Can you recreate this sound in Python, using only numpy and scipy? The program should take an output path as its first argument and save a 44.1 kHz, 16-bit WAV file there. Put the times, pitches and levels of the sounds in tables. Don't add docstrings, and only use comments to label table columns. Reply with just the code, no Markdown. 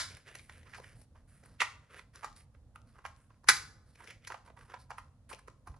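import sys
import numpy as np
from scipy import signal
from scipy.fft import rfft, irfft, next_fast_len
from scipy.io import wavfile
from scipy.ndimage import uniform_filter1d

SR = 44100
rng = np.random.default_rng(int(sys.argv[2]) if len(sys.argv) > 2 else 0)


def bounce(signal):
    frames = np.transpose(np.atleast_2d(signal))
    limited = np.clip(frames, -1, 1)
    pcm = np.round(limited * 32767).astype(np.int16)
    wavfile.write(sys.argv[1], SR, pcm)


N = 255691
LEAD = SR // 20
# (centre_hz, width_hz)
THUD, CRACKLE, SIZZLE = (500, 480), (4200, 5500), (9600, 4600)
OPPOSITE = np.array([[1], [-1]])


def undb(db):
    return 10 ** (np.asarray(db) / 20)


def unit(x):
    return x / np.sqrt(np.mean(x ** 2))


def band(x, hz, width):
    b, a = signal.iirpeak(hz, hz / width, fs=SR)
    return signal.lfilter(b, a, signal.lfilter(b, a, x))


def colour(x, table, lag_s=0.):
    size = next_fast_len(x.shape[-1] + LEAD)
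    hz = np.fft.rfftfreq(size, 1 / SR) + 1
    points_hz, points_db = np.array(table)[:, 0], np.array(table)[:, 1]
    gain = undb(np.interp(np.log(hz), np.log(points_hz), points_db))
    delay = np.exp(-2j * np.pi * hz * lag_s)
    return irfft(rfft(x, size) * gain * delay, size)[..., :x.shape[-1]]


def creases(shape, rate, scatter_db):
    hit = rng.random(shape) < rate / SR
    clicks = hit * rng.standard_normal(shape) * undb(scatter_db * rng.exponential(size=shape))
    return unit(clicks + 0.0054 * rng.standard_normal(shape))


def flicks():
    # start_s, flap_peak_db (before panning), flap_hz,
    # thud_db, crackle_db, sizzle_db (all against the flap), left_minus_right_db, swell_ms
    flick_table = [(0.168, -50.5, 1570, -17, -1, -1.5, -5, 2), (0.277, -50, 1720, -16, -10, -28, -8, 5.1),
                   (0.351, -39, 1840, -12.5, -1, -4, -4.5, 2), (0.393, -47.5, 2230, -29, -20, -25, 4, 1.5),
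                   (0.495, -41, 1330, -19, -12, -15, -2.0, 1.7), (0.577, -55, 1420, -6, 0, -1, -8, 3.1),
                   (0.63, -57, 1940, -7, -17, -23, 8, 1.8), (0.663, -54.5, 1170, -8, -29, -24, -7, 6.5),
                   (0.734, -40, 1460, -42, -19, -24, -8, 2.1), (0.744, -42.5, 1580, -26, -7.5, -26, 2, 4.6),
                   (0.78, -50, 770, -24, -23, -22, -13, 2.7), (0.798, -54, 865, 7.5, 1, -13, 2.5, 1.8),
                   (0.842, -47, 1670, -22, -30, -25, -6, 1.1), (1.015, -63.5, 1900, 0, 4, 4.5, 5, 1.5),
                   (1.155, -61, 850, 0, -28, -25, -4.0, 2.6), (1.435, -56.5, 1360, 0, -2, -13, -4, 1.3),
                   (1.457, -54.5, 1230, -9, -14, -3.5, -3, 2.2),
                   (1.603, -23.5, 1980, -18.5, -9, -32, -4, 2.6),
                   (1.611, -23.5, 2070, -24, -9.5, -21, 6, 4.7),
                   (1.617, -20.5, 1300, -31.5, -19, -33, -9, 2.45),
                   (1.939, -43, 1600, -7.5, -11, -15, -3.5, 6.8),
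                   (1.992, -45, 1660, -27, -17, -21, -6.5, 1.6), (2.157, -48.5, 1360, -13, 4, -4, -5, 0.89),
                   (2.23, -38, 1080, -26, -15, -26, -6.5, 4.2),
                   (2.244, -31, 1060, -14.5, -9, -23, -1.5, 2.1),
                   (2.265, -50, 1150, -14, -20, -27, -1.0, 4.6), (2.361, -61, 1440, -19, 4.5, -9, 2, 1.9),
                   (2.405, -59.5, 1860, -9.5, -11, -8, -6, 1.6),
                   (2.546, -59.5, 1170, -2.5, -20.5, -19.5, -5, 2.3),
                   (2.758, -43.5, 1090, -27, -19.5, -14.5, -3, 1.2),
                   (2.955, -58, 980, -18.5, -17, -17, -6.5, 2.6),
                   (2.988, -51, 920, -11, -16, -33, -4.0, 1.7),
                   (3.051, -32.5, 1200, -35, -22.5, -28, -5, 2.24),
                   (3.063, -38.5, 1440, -16.5, -9.5, -13.5, 5, 0.84),
                   (3.302, -57.5, 1000, -7, -15, -27.5, -3.5, 3.24),
                   (3.442, -51, 977, -8.5, -10, -22, -5.5, 1.8),
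                   (3.485, -15.5, 1850, -21.5, 2.5, -17, 5.5, 4.2),
                   (3.487, -11.5, 1550, -22.5, -4, -8, -9, 3.7),
                   (3.495, -16.5, 1680, -20, -6.5, -7, -8, 0.93),
                   (3.955, -56, 2140, -8, -4, -10.5, -1.5, 1.6),
                   (4.003, -50, 1040, -16.5, -16, -18, -6.5, 2.9),
                   (4.04, -46.5, 1380, -9, -8, -16, -5.5, 2.7), (4.073, -44, 2090, -26, -9, -16, 5, 1.6),
                   (4.101, -43, 1935, -24, -5, -13, -3, 3.5), (4.246, -45, 2100, -20.5, -16, -15, -1, 1.9),
                   (4.271, -39, 1720, -18.5, 0.5, -9, -5.5, 2.9),
                   (4.302, -36.5, 960, -18.5, -20, -30, -5, 2.5),
                   (4.319, -33.5, 1315, -17.5, -14, -21.5, -1, 2.3),
                   (4.342, -40, 900, -27.5, -31, -37, -8, 1.87),
                   (4.475, -50.5, 958, -14, -17, -24.5, -5, 3.6),
                   (4.501, -54.5, 940, 4.5, -35, -34, -4, 1.5),
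                   (4.571, -52.5, 905, -26, -16.5, -18, -6, 2.3),
                   (4.611, -51, 1556, -42, -29, -24, -3.5, 1.1),
                   (4.738, -38.5, 1003, -34, -24.5, -37, -4.5, 2.8),
                   (4.904, -35, 990, -36, -9.5, -22, -5, 2.3), (4.912, -40, 910, -36, -31, -36, 1, 1.7),
                   (4.981, -36.5, 1197, -22.5, -12, -17, -3.5, 2.33),
                   (5.295, -56, 2150, -17.5, -11, -13.5, -3, 2.8),
                   (5.312, -42, 990, -12, -12, -26, -7.5, 3.1),
                   (5.328, -41.5, 2110, -4, -14.5, -20, 7, 2.8),
                   (5.391, -53, 1383, -22.5, -17.5, -5.5, -4, 1.25),
                   (5.481, -43, 1130, -2.5, -10.5, -21.5, -3.5, 1.27),
                   (5.672, -42.5, 950, -12.5, -11, -11.5, -4, 2.76),
                   (5.74, -56, 910, -10, -25, -26.5, -4, 2.4),
                   (5.765, -65.5, 840, -9.5, -4, -11.5, -12, 2.4)]
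    earlier_snap = (-14, 1764.5, -16.5, 1.5, -14.5, -9, 2)
    earlier_s = -.015
    treble_pan_db = np.array([0, 0, 5.5, 5.5])
    settle_db, settle_t60_s, settle_treble_share = -31, 0.13, 0.28
    settle_width = 0.49
    t60_shares = (0.47, 1.1, 2.5, 0.17)
    scuff_db, scuff_rise_s, scuff_treble_db = -17, 0.0047, -10
    scuff_loss_per_db = 0.3531

    rows = [(earlier_s, *earlier_snap)] + list(flick_table)
    t = np.arange(SR // 3) / SR
    drag = SR // 30
    volleys = np.zeros((2, N + LEAD + len(t)))
    settling = np.zeros_like(volleys)
    chance = creases((len(rows), len(t)), rate=22000., scatter_db=3.5)
    rustles = creases((len(rows), 2, len(t)), rate=11000.0, scatter_db=4.0)
    for row, buckles, rustle in zip(rows, chance, rustles):
        s, db, flap_hz, thud_db, crackle_db, sizzle_db, pan_db, ms = row
        bands = ((flap_hz, 0.85 * flap_hz), THUD, CRACKLE, SIZZLE)
        mix_db = np.array([0, thud_db, crackle_db, sizzle_db])
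        ports = [undb([[d / 2], [-d / 2]]) for d in pan_db + treble_pan_db]

        u = t[:2048] * 1000 / ms
        shove = buckles[:len(u)] * u ** 0.9 * np.exp(-u ** 0.9)
        volley = 0
        for d, g, b in zip(mix_db, ports, bands):
            shaken = band(shove, *b)
            volley = volley + undb(db + d) * g * shaken / np.abs(shaken).max()

        rustle = rustle[0] + settle_width * rustle[1] * OPPOSITE
        grain_db = db + mix_db * [1, 1, settle_treble_share, settle_treble_share]
        grain = [undb(d) * g * unit(band(rustle, *b)) for d, g, b in zip(grain_db, ports, bands)]
        after = sum(g * undb(settle_db - 60 * t / (k * settle_t60_s))
                    for g, k in zip(grain, t60_shares))
        after = after * np.minimum(t / .006, 1)

        scuff = (sum(grain[:2]) + undb(scuff_treble_db) * sum(grain[2:]))[:, -drag:]
        scuff_gain = undb(scuff_db - scuff_loss_per_db * (db + 39.5))
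        before = scuff * scuff_gain * np.exp(-t[:drag][::-1] / scuff_rise_s)

        at = LEAD + int(s * SR)
        volleys[:, at:at + len(u)] += volley
        settling[:, at:at + len(t)] += after
        settling[:, at - drag:at] += before
    return volleys[:, :N + LEAD], settling[:, :N + LEAD]


def slide():
    # start_s, end_s, flap_level_db (rms, mid-rub, before the fades),
    # flap_hz, crackle_db, sizzle_db (against the flap), change_db (start to end)
    rub_table = [(0.09, 0.256, -69.5, 1920, -24, -10, -20), (0.248, 0.36, -59.5, 1760, -27, -13.5, 9),
                 (0.337, 0.52, -75.5, 1910, -6, -0.5, -10), (0.501, 0.648, -68.5, 1740, -34, -9, -5),
                 (0.641, 0.757, -64.5, 1560, -7.5, -11, 21), (0.755, 0.817, -69.5, 1450, -1.5, -4, -12),
                 (0.812, 0.931, -63, 1610, -9, -8, 10), (0.951, 1.022, -71, 1630, -4, 0.5, 10),
                 (1.147, 1.225, -73, 1050, -13, -15.5, -9), (1.271, 1.42, -73.5, 1420, -8.5, -2.5, 7.5),
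                 (1.432, 1.61, -75.5, 1140, -7, -8, -10), (1.819, 1.907, -73, 1600, -29, -20, 6),
                 (1.891, 1.967, -56.5, 1240, -39, -16.5, 20), (1.958, 2.031, -63, 1640, -19, -10.5, -20),
                 (2.13, 2.259, -65, 1300, -9.5, -11, -2), (2.352, 2.419, -69, 1660, -0.5, 2, -1),
                 (2.857, 2.97, -79, 1266, -5.5, -6, -2), (2.932, 3.077, -74, 1040, -20, -20, -3.5),
                 (3.153, 3.27, -78.5, 1240, -16.5, -3.5, 6), (3.289, 3.367, -76, 1130, -10.5, -18, 12),
                 (3.849, 3.973, -80.5, 1237, -1.5, -2, 5), (3.968, 4.079, -61.5, 1424, -30, -12, 13.5),
                 (4.073, 4.17, -65, 1900, -12.5, -17, -19), (4.208, 4.298, -71, 1770, -12.5, -20.5, 6),
                 (4.444, 4.506, -68.5, 980, -11.5, -11.5, -14), (4.568, 4.702, -67, 1030, -13.5, -12, -4.5),
                 (4.685, 4.761, -55.5, 1058, -18, -22, 3.5), (4.786, 4.841, -72, 1430, 3.5, 0.5, -8.5),
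                 (5.289, 5.34, -57, 1286, -8, -2, -8), (5.373, 5.404, -70, 1100, -4.5, -8.5, -18)]
    rub_crackle = (4570, 1900.)  # centre_hz, width_hz
    rub_thud_db = -4.5
    stray_per_s, stray_db = 90., -11

    hold, edge = int(0.01 * SR), int(0.039 * SR)
    steps = np.repeat(rng.standard_normal(N // hold + 1), hold)[:N]
    grip = uniform_filter1d(steps, hold // 2)
    buckles = creases(N, rate=7000., scatter_db=-2.63) * undb(1.2 * grip)
    buckles = buckles + undb(stray_db) * creases(N, rate=stray_per_s, scatter_db=0.5)
    thud, crackle, sizzle = (unit(band(buckles, *where)) for where in (THUD, rub_crackle, SIZZLE))
    sound = np.zeros(N)
    for start, end, db, flap_hz, crackle_db, sizzle_db, change_db in rub_table:
        a, b = int(start * SR), min(int(end * SR) + edge, N)
        rub = unit(band(buckles[a:b], flap_hz, .9 * flap_hz))
        rub = rub + undb(rub_thud_db) * thud[a:b]
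        rub = rub + undb(crackle_db) * crackle[a:b] + undb(sizzle_db) * sizzle[a:b]
        n = np.arange(b - a)
        fade = np.minimum(np.minimum(2.0 * n, 0.34 * n[::-1]) / edge, 1)
        sound[a:b] += rub * fade * undb(db + change_db * np.linspace(-.5, .5, b - a))
    return np.pad(sound, (LEAD, 0)) * undb([[-1.5], [0]])


def tray(x):
    # mode_hz, level_db (relative), t60_s
    modes = [(1085, -10.5, 0.04), (1267, -13.5, 0.022), (1396, -20, 0.022), (1720, -22, 0.059),
             (2270, -24, 0.015), (4610, -17, 0.053)]
    t = np.arange(SR // 5) / SR
    ring = sum(undb(db - 60 * t / t60) * np.sin(2 * np.pi * hz * t) for hz, db, t60 in modes)
    return x + undb(-35.5) * signal.fftconvolve(x, ring[None], axes=1)[:, :x.shape[1]]


def room(x):
    # band_hz, t60_s
    tail_bands = [(300, 1), (1000, 0.49), (2500, 0.33), (5000, 0.47), (9000, 0.36)]
    early_db, early_t60_s = 5, 0.21
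    t = np.arange(SR // 2) / SR
    early = undb(early_db - 60 * t / early_t60_s)

    def decaying_noise():
        total = 0
        for hz, t60 in tail_bands:
            noise = unit(band(rng.standard_normal(len(t)), hz, 1.4 * hz))
            total = total + noise * np.sqrt(hz) * (early + undb(-60 * t / t60))
        return total

    mid, side = decaying_noise(), decaying_noise()
    tail = (mid + .45 * side * OPPOSITE) * np.minimum(t / .003, 1)
    tail = tail / np.sqrt(np.mean(np.sum(tail ** 2, axis=1)))
    return signal.fftconvolve(x.mean(axis=0, keepdims=True), tail, axes=1)[:, :x.shape[1]]


def knock():
    # centre_s, pitch_hz, peak_db (before the lean to the right), half_length_s (to 1/e)
    knock_row = (5.705, 70, -37, .011)
    s, hz, db, half_s = knock_row
    t = np.arange(N) / SR - s
    return -undb(db) * np.cos(2 * np.pi * hz * t) * np.exp(-(t / half_s) ** 2)


def house():
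    # (per Hz, relative)
    spectrum = [(21, -44.5), (35, -12.5), (97, -8), (145, -15), (169, -24), (207, -23.5), (245, -23),
                (401, -43), (451, -37.5), (483, -33.5), (2000, -58.5), (2600, -99), (4400, -120)]
    # time_s, level_db (before the chance swell and the lean)
    course = [(0.0, -55.5), (0.56, -60.5), (0.97, -53), (1.03, -59.5), (3.44, -61), (3.5, -54), (3.75, -60),
              (5.67, -60), (5.7, -46), (5.8, -64)]
    swell_db, swell_s = 1.8, .06
    mid, side = (unit(colour(rng.standard_normal(N), spectrum)) for _ in range(2))
    span = int(swell_s * SR)
    swell = unit(uniform_filter1d(uniform_filter1d(rng.standard_normal(N), span), span))
    level = undb(np.interp(np.arange(N) / SR, *np.transpose(course)) + swell_db * swell)
    rumble = level * (mid + .13 * side * OPPOSITE)
    return (rumble + knock()) * undb([[-.85], [.85]])


def scene():
    room_db, rustle_wet_db = -9, -13.5
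    left_lag_s = 3e-5
    ticks, settling = flicks()
    ticks, rustle = tray(ticks), slide() + tray(settling)
    echoes = room(ticks + undb(rustle_wet_db) * rustle)
    paper = ticks + rustle + undb(room_db) * echoes
    flat = [(1, 0), (2, 0)]
    paper = np.array([colour(paper[0], flat, left_lag_s), paper[1]])
    return paper[:, LEAD:] + house()


def record(dry):
    # hz, level_db (of white noise as strong there)
    hiss = [(1000, -82), (4000, -85), (9000, -89), (14000, -92)]
    # hz, gain_db
    response = [(100, -1.5), (7000, 6), (8400, 6), (10200, 11), (11300, 6), (11900, -14), (14000, 0),
                (15500, -15.5)]
    top_hz = 15600
    wet = colour(dry + colour(rng.standard_normal(dry.shape), hiss), response)
    return signal.sosfilt(signal.ellip(8, .2, 70, top_hz, fs=SR, output="sos"), wet)


dry = scene()
out = record(dry)
bounce(out)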